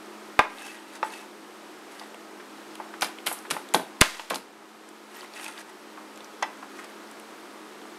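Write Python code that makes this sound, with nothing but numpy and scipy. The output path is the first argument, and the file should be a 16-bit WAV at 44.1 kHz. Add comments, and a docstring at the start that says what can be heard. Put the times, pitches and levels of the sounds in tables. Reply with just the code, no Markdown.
"""A cleaver is driven through cooked chicken on a board in a small kitchen: the hand slaps the blade's spine,
bone and gristle crack, the board knocks, the blade slides over the board and rings faintly.
An appliance hums over a steady rush of air; the recorder cuts the bass, ducks after loud blows and overloads."""
import sys
import numpy as np
from scipy import signal
from scipy.fft import rfft, irfft
from scipy.io import wavfile
from scipy.ndimage import uniform_filter1d

SR = 44100
rng = np.random.default_rng(int(sys.argv[2]) if len(sys.argv) > 2 else 0)


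def bounce(signal):
    """Save signal as a 16-bit WAV file at the path given by the first command-line argument."""
    frames = np.transpose(np.atleast_2d(signal))
    limited = np.clip(frames, -1, 1)
    pcm = np.round(limited * 32767).astype(np.int16)
    wavfile.write(sys.argv[1], SR, pcm)


N = 351918

# knocks on blade and board: (s, peak dB, centre Hz, how deep the blade sits in the meat 0-1, ring of the steel dB re peak)
KNOCKS = [(0.392, 4, 905, 0.25, -16.5), (0.447, -27, 1020, 0.3, -20), (1.029, -12, 850, 0.36, -2), (2.013, -32.5, 806, 0.25, -1.5), (2.144, -38, 587, .2, -20),
          (2.399, -34.5, 1430, 0, -27), (2.8, -29, 890, .45, 0), (2.938, -29, 1200, 0.7, -12), (3.021, -17, 970, 0.83, -18),
          (3.025, -12.5, 1230, 0.4, -8.5), (3.062, -30, 937, .45, -16), (3.267, -12.5, 2410, 0.62, -12), (3.277, -18.5, 1790, 0.73, -15),
          (3.314, -24.5, 886, 0.5, -1.5), (3.45, -33.5, 1350, .45, -4), (3.508, -29, 1060, 1, -6), (3.51, -12.5, 2120, 0.82, -12),
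          (3.545, -31, 665, 1, -16), (3.566, -24, 895, 0.43, 1), (3.745, -4.5, 653, 0.85, -33), (3.795, -26, 890, 1, -13), (4.013, -5, 2110, 0.4, -15),
          (4.02, -1.2, 1420, 0.26, -23), (4.195, -25.5, 930, 0.3, 0.5), (4.308, -8, 908, 0.75, -18), (4.318, -15, 640, 1, -18), (4.336, -17.5, 926, 0.4, -5),
          (4.357, -20, 865, 1, -46), (4.624, -38.5, 1030, .3, -15), (5.229, -32, 880, 0.4, -5), (5.394, -32, 2030, .45, -21),
          (5.486, -31.5, 1410, .45, -19), (5.974, -32, 950, 0.4, -26), (6.425, -14.5, 840, 0, -1), (6.431, -19, 1980, .1, 5.5), (6.627, -30.5, 1130, 0.74, -26),
          (6.79, -32, 1540, 0, -18), (7.852, -34, 860, 0.5, -10)]
# cracks of bone, gristle and wet skin: (s, peak dB, pitch Hz, treble peak dB re peak)
CRACKS = [(0.3913, -13, 3250, -19), (.9544, -38, 7800, -9), (1.1363, -35, 2620, -2.1), (1.996, -29, 4200, -12), (2.1445, -33, 2570, -6), (2.754, -32, 3530, 0),
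          (3.0106, -26.5, 2610, 7.5), (3.0215, -10, 3800, -8), (3.045, -22, 4000, 1), (3.186, -28, 2460, -16), (3.2614, -33, 2720, 4),
          (3.2674, -24, 2500, -11), (3.271, -15.5, 3040, 2), (3.3884, -45, 5900, 13), (3.5032, -21.5, 2490, -2), (3.5088, -18, 5500, 2),
          (3.5133, -21.5, 2570, 7), (3.688, -34, 3820, -2), (3.7388, -15, 2600, 4.5), (3.7465, -6.5, 3000, -7), (3.7514, -25, 2820, 11),
          (4.0084, -15, 3200, 0), (4.0121, 3.5, 2730, -2.5), (4.0133, -2, 4530, -5), (4.019, -2.5, 2470, -4), (4.1953, -19.5, 2570, -21),
          (4.2764, -47, 3160, -15), (4.3006, -16, 3240, 1.5), (4.3044, -13, 2450, -3), (4.3435, -14, 4220, -21), (4.357, -16, 4530, -14),
          (4.8894, -32.5, 8200, -23), (5.1524, -41, 3460, 6), (5.3368, -34, 4600, -10), (5.368, -29.5, 2400, -7), (5.3966, -26, 2200, -17), (5.444, -27, 2730, 5.5),
          (5.5787, -27, 3900, -27), (5.605, -37, 5400, -10), (6.1594, -38.5, 6800, -12), (6.175, -36, 2960, 0), (6.2056, -33.5, 3340, -26),
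          (6.2444, -35, 5800, -4), (6.4238, -25, 2130, -20), (6.4264, -16.5, 4960, -36), (6.7844, -44, 5800, -15), (6.8444, -44, 4940, 6),
          (7.1134, -50, 3200, 16), (7.1984, -42, 2850, 9)]
# meat tearing and juice fizzing after each chop: (s, dull dB, bright dB, t60 s)
TEARING = [(3.018, -26.5, -32.5, 0.21), (3.262, -35, -28.5, 0.35), (3.325, -52, -27.5, 0.078), (3.502, -35.5, -36, 0.33), (3.74, -32.5, -31, 0.26),
           (4.009, -37, -35, 0.031), (4.022, -25.5, -57, 0.74), (4.194, -35, -65, 0.16), (4.299, -32, -41, 0.34), (4.346, -33, -31, .15)]
# blade sliding on the board, one table a stroke: (s, friction level dB)
SLIDES = [
    [(0.5, -54), (0.588, -49), (0.596, -47.5), (0.67, -44.5), (0.854, -58), (0.958, -48.5), (0.98, -54)],
    [(1.04, -47.5), (1.128, -50), (1.138, -46), (1.23, -52.5), (1.296, -60), (1.3, -65)],
    [(1.88, -68), (1.902, -74), (1.916, -52.5), (1.982, -54), (1.998, -49), (2.006, -51), (2.12, -64)],
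    [(5.08, -66), (5.156, -47), (5.226, -48), (5.248, -48), (5.272, -57), (5.3, -60)],
    [(5.3, -59), (5.366, -46.5), (5.454, -42), (5.556, -52.5), (5.614, -42), (5.638, -69), (5.7, -52)],
    [(6.7, -58), (6.736, -62), (6.786, -49.5), (6.834, -58), (6.844, -47), (6.868, -73), (6.9, -53)],
]
# struck modes: (Hz, dB, t60 s); the first STEEL_MODES rows belong to the blade, the rest to the board
STRUCK = [(872, 11, 0.098), (1914, 0, 0.096), (2013, 0.5, 0.074), (2670, 1, 0.04), (4000, -10, 0.048), (5330, -6, 0.087),
          (619, 8.5, 0.051), (776, -4, 0.18), (1013, 9.5, 0.092), (1220, 7, 0.092), (1326, 7.5, 0.041),
          (1576, 3, 0.15), (2160, 1, 0.048), (2416, 6, 0.035), (3530, 3, .08)]
# blade rubbed: (Hz, width Hz, dB re friction noise)
RUBBED = [(885, 60, -8), (1640, 60, -13), (1900, 60, -13), (4600, 90, -22), (5460, 70, -22), (6160, 70, -21),  # fixed
          (7800, 70, -20), (8610, 80, -17), (9300, 70, -19), (9900, 80, -18), (11100, 80, -19), (12000, 80, -21)]  # fixed
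HUM = [(275.5, 5.8, -60), (314.3, 34, -58), (359.3, 15.6, -56), (407.3, 84, -55.5), (1261, 12, -62.5), (8155, 570, -68.5)]   # (Hz, width Hz, rms dB)
AIR = [(60, -46), (130, -31), (200, -16), (300, -13), (467, -12), (919, -11.5), (1300, -13), (2450, -20.5), (5000, -26), (8420, -31.5), (12000, -33.5), (15800, -46)]   # (Hz, dB per Hz)
ROOM_DB, ROOM_T60_S, ROOM_TREBLE_T60_S = -16, 0.37, 0.26
BASS_CUT_HZ = 170
DUCK_DB_PER_ENERGY, DUCK_RECOVER_S = 2474, 0.99
CUTOFF_HZ = 16100   # fixed
T = np.arange(N) / SR
# jolts that reach the microphone through the worktop: (s, peak dB, length s)
JOLTS = [(0.391, -20, 0.0031), (3.745, -33, 0.00054), (4.015, -2.5, .002)]
BOOM_HZ, BOOM_T60_S = 270, 0.24
HUM_TONES = [(214, -57.5), (319, -55.5)]   # (Hz, rms dB)
AIR_DB = -46
MIC_TREBLE_HZ, SUBSONIC_HZ = 12100, 1.7
RATTLE_T60_S, RATTLE_BLUR_HZ = 0.21, 90
WHISTLE_HZ, WHISTLE_WIDTH_HZ = 2620, 35   # fixed
KNOCK_T60_S = 0.062
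# dB re peak for a free blade and for a buried one: the meat passes the blow to the board and damps the ringing
BOOM_DB, RING_DB, RATTLE_DB = (-50.5, -10), (-7, -7.5), (-29.5, -14)
RATTLE_TUNED_DB = 0.5   # share of the modes in the rattle, re ring
CRACK_TREBLE_HZ, CRACK_PITCH_SPREAD, CRACK_T60_S = 8400, 0.12, 0.014
TICKS_PER_S, TICK_DB, TICK_SPREAD_DB = 3.0, -47, 2.0   # fixed; faint wet ticks at random moments
SLIDE_MEAN_DB, HISS_DB, HISS_GROWTH = -40, 0, .3   # harder rubbing is brighter: extra hiss dB per dB of level
# the blade whistles: (start s, length s, rms dB)
WHISTLES = [(0.577, 0.16, -44), (1.1, 0.15, -50), (5.36, 0.16, -49)]
CRACK_WIDTH, CRACK_WIDTH_LOUD = 1.12, 1   # band edge over pitch for a faint pop; what a full-scale crack adds
MEAT_DAMPING = 2.6   # the modes under a buried blade die this many times faster still
STEEL_MODES = 6   # fixed
MODE_REACH = 3.4   # modes above this multiple of a knock's centre are excited less
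POPS_PER_S, POP_CYCLES, POP_DB = 300, 40.0, -3   # fixed; wet pops under the sliding edge; level re friction


def from_db(db):
    """dB to gain."""
    return 10 ** (np.asarray(db) / 20)


def rms_one(x):
    """Scale to rms 1."""
    return x / np.sqrt(np.mean(x ** 2) + 1e-20)


def band(x, low_hz, high_hz, order=1):
    """Broad band-pass."""
    return signal.sosfilt(signal.butter(order, [low_hz, min(high_hz, .45 * SR)], "band", fs=SR, output="sos"), x)


def ring(x, hz, width_hz):
    """Resonance with gain 1 on top."""
    r = np.exp(-np.pi * width_hz / SR)
    return signal.lfilter([(1 - r * r) / 2, 0, (r * r - 1) / 2], [1, -2 * r * np.cos(2 * np.pi * hz / SR), r * r], x)


def drift(rate):
    """Slow chance of spread 1."""
    points = rng.standard_normal(int(8 * rate) + 2)  # fixed
    return np.interp(T * rate, np.arange(len(points)), points)


def grit(size, spread_db):
    """Dense clicks of uneven strength, rms 1."""
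    return rms_one(rng.standard_normal(size) * from_db(spread_db * np.minimum(rng.exponential(1, size), 4)))


def add(out, s, sound):
    """Mix a sound in at a time."""
    i = round(s * SR)
    out[i:i + len(sound)] += sound[:N - i]


def stroke(tables):
    """Level in dB along a set of strokes, silent between them."""
    out = np.full(N, -100.)  # fixed
    for rows in tables:
        s, db = np.transpose(rows)
        out = np.maximum(out, np.interp(T, [s[0] - .03, *s, s[-1] + .03], [-100, *db, -100]))  # fixed
    return out


def knocks():
    """A dense wooden knock around its own pitch, boom and rattle of the board, and the modes of board and blade ringing on."""
    out, t = np.zeros(N), T[:12288]  # fixed
    hz, level_db, mode_t60 = np.transpose(STRUCK)[:, :, None]
    ringing = np.exp(2j * np.pi * hz * t) * from_db(-60 * t / mode_t60) * np.minimum(t / .001, 1)  # fixed
    bins = np.fft.rfftfreq(len(t), 1 / SR)
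    blurred = np.sum(from_db(level_db) / (1 + 2j * (bins - hz) / RATTLE_BLUR_HZ), axis=0)   # the rattle keeps exciting the modes
    for s, peak_db, centre_hz, buried, steel_db in KNOCKS:
        boom_db, ring_db, rattle_db = (free + (held - free) * np.clip(buried, 0, 1) for free, held in (BOOM_DB, RING_DB, RATTLE_DB))
        luck, white = rng.standard_normal((len(STRUCK), 2)), rng.standard_normal((3, len(t)))
        force = from_db(peak_db / 2)
        rise = np.minimum(t * force / .0002, 1)  # fixed; light touches are soft and rise slowly
        spread = 1.3 + .8 * force  # fixed; harder blows cover more pitches
        contact = white[0] * rise * from_db(-60 * t / KNOCK_T60_S)
        contact[0] = 28 * force  # fixed; heavy blows start with one sharp push
        wood = peak_one(band(contact, centre_hz / spread, centre_hz * spread, order=2))
        boom = peak_one(band(white[1] * from_db(-60 * t / BOOM_T60_S), BOOM_HZ / 2, BOOM_HZ * 1.66, order=2))
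        reach = 1 / (1 + (bins / (3.1 * centre_hz)) ** 4)
        tuned = from_db(ring_db + RATTLE_TUNED_DB) * rms_one(irfft(rfft(white[2]) * blurred * reach))   # a freer blade colours the rattle more
        loose = tuned + rms_one(band(white[2, ::-1], centre_hz / 2, centre_hz * 1.16))
        rattle = peak_one(loose * rise * from_db(-60 * t / RATTLE_T60_S))
        gains = from_db(level_db[:, 0] + 0.83 * luck[:, 0]) / (1 + (hz[:, 0] / (MODE_REACH * centre_hz)) ** 2)
        struck = gains * np.exp(6j * luck[:, 1])
        damped = rise * from_db(-60 * t * MEAT_DAMPING * np.clip(buried, 0, 1) / np.median(mode_t60))
        blade = peak_one((struck[:STEEL_MODES] @ ringing[:STEEL_MODES]).imag * damped)
        board = peak_one((struck[STEEL_MODES:] @ ringing[STEEL_MODES:]).imag * damped)
        body = wood + from_db(boom_db) * boom + from_db(ring_db) * board + from_db(steel_db) * blade + from_db(rattle_db) * rattle
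        add(out, s, from_db(peak_db) * body)
    return out


def cracks():
    """Short bursts of splintering around a pitch, with a treble spray; faint ticks fall in between."""
    out, t = np.zeros(N), T[:SR // 12]
    luck = rng.random((round(TICKS_PER_S * N / SR), 4))
    ticks = [(a * T[-1], TICK_DB - TICK_SPREAD_DB * np.log(1 - 1.05 * b), 2500 * 2.7 ** c, -12 * d) for a, b, c, d in luck]
    for s, peak_db, hz, treble_db in CRACKS + ticks:
        treble_hz = CRACK_TREBLE_HZ * np.exp(CRACK_PITCH_SPREAD * rng.uniform(-0.77, 1))
        width = max(CRACK_WIDTH, 1.05) + CRACK_WIDTH_LOUD * from_db(peak_db / 2)
        splinters = grit(len(t), spread_db=2.5) * from_db(-60 * t / CRACK_T60_S)  # fixed
        mid = peak_one(band(splinters, hz / width, hz * width, order=2))
        treble = peak_one(band(splinters, treble_hz / 1.55, treble_hz * 1.38, order=2))
        add(out, s, from_db(peak_db) * (mid + from_db(treble_db) * treble))
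    return out


def tearing():
    """Gritty hiss in a dull and a bright band, swelling for some ms and dying after the blow."""
    out, t = np.zeros(N), T[:SR // 2]
    for s, dull_db, bright_db, t60 in TEARING:
        dull = rms_one(band(grit(len(t), spread_db=4), 730, 4300))
        bright = rms_one(band(grit(len(t), spread_db=4), 8500, 12500, order=2))  # fixed
        shape = np.minimum(0.42 + t / 0.0047, 1) * from_db(-60 * t / t60)
        add(out, s, (from_db(dull_db) * dull + from_db(bright_db) * bright) * shape)
    return out


def slides():
    """The edge drags over the board: friction grit rumbles, hisses and rings the blade's modes, each flickering on its own; juice pops."""
    friction = grit(N, spread_db=5.5) * from_db(1.8 * drift(150))  # fixed
    rings = [from_db(db + 6 * drift(30)) * rms_one(ring(friction, hz, width)) for hz, width, db in RUBBED]  # fixed
    singing = sum(from_db(db) * np.interp(T, [s - .004, s + .004, s + .8 * length, s + length], [0, 1, .6, 0]) for s, length, db in WHISTLES)  # fixed
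    whistle = singing * rms_one(ring(rng.standard_normal(N), WHISTLE_HZ, WHISTLE_WIDTH_HZ))
    low = from_db(POP_DB) * pops() + sum(rings[:3]) + rms_one(band(friction, 640, 3540, order=2))
    high = sum(rings[3:]) + rms_one(band(friction, 2000, 10600, order=2))
    level_db = stroke(SLIDES)
    return whistle + from_db(level_db) * (low + from_db(HISS_DB + HISS_GROWTH * (level_db - SLIDE_MEAN_DB)) * high)


def appliance():
    """Motor tones that waver slightly, narrow noise resonances and a smooth rush of air."""
    hz = np.maximum(np.fft.rfftfreq(N, 1 / SR), 1)
    colour = from_db(np.interp(np.log(hz), np.log(np.array(AIR)[:, 0]), np.array(AIR)[:, 1]))
    air = rms_one(irfft(rfft(rng.standard_normal(N)) * colour, N))
    hum = sum(from_db(db) * rms_one(ring(ring(rng.standard_normal(N), f, w), f, w)) for f, w, db in HUM)
    tones = sum(np.sqrt(2) * from_db(db + 1.3 * drift(8.3)) * np.sin(2 * np.pi * np.cumsum(f + 2.55 * drift(5)) / SR) for f, db in HUM_TONES)
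    return from_db(AIR_DB + .4 * drift(3)) * air + hum + tones  # fixed


def room(x):
    """Diffuse tail starting after 5 ms; the treble dies sooner."""
    t = T[:SR // 2]
    white = rng.standard_normal(len(t))
    low = band(white, 340, 3160)
    tail = low * from_db(-60 * t / ROOM_T60_S) + 0.22 * (white - low) * from_db(-60 * t / ROOM_TREBLE_T60_S)
    tail = tail * (t > .005)
    return from_db(ROOM_DB) * signal.fftconvolve(x, tail / np.sqrt(np.sum(tail ** 2)))[:N]


def peak_one(x):
    """Scale to peak 1."""
    return x / np.abs(x).max()


def jolts():
    """One-sided low pushes."""
    out = np.zeros(N)
    for s, peak_db, length in JOLTS:
        t = T[:round(length * SR)]
        add(out, s, from_db(peak_db) * np.sin(np.pi * t / length) ** 2)
    return out


def pops():
    """Sparse wet pops, each ringing briefly at one of many pitches; rms 1."""
    born = (rng.random(N) < POPS_PER_S / SR) * grit(N, spread_db=2.5)  # fixed
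    pitches, dealt = np.geomspace(800, 4500, 10), rng.integers(0, 10, N)  # fixed
    return rms_one(sum(ring(born * (dealt == k) + 1e-18, hz, 3.0 * hz / POP_CYCLES) for k, hz in enumerate(pitches)))


def scene():
    """Work on the board, its room tail and the appliance."""
    work = knocks() + cracks() + tearing() + slides()
    work = signal.sosfilt(signal.butter(4, BASS_CUT_HZ, "high", fs=SR, output="sos"), work + room(work))
    work = signal.sosfilt(signal.butter(2, MIC_TREBLE_HZ, fs=SR, output="sos"), work)   # the top octave reaches the microphone dulled
    return (work + jolts() + appliance())[None]


def record(dry):
    """Gain control ducks by the recent energy and recovers slowly; hard overload; subsonic and top cuts."""
    keep = np.exp(-1 / (DUCK_RECOVER_S * SR))
    energy = signal.lfilter([1 - keep], [1, -keep], np.minimum(dry ** 2, 1))
    energy = uniform_filter1d(energy, size=4000, origin=1999)
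    loud = np.clip(dry * from_db(-DUCK_DB_PER_ENERGY * energy), -.9, .9)  # fixed
    loud = signal.sosfilt(signal.butter(1, SUBSONIC_HZ, "high", fs=SR, output="sos"), loud)
    return signal.sosfilt(signal.cheby2(16, 50, CUTOFF_HZ, fs=SR, output="sos"), loud)


dry = scene()
out = record(dry)
bounce(out)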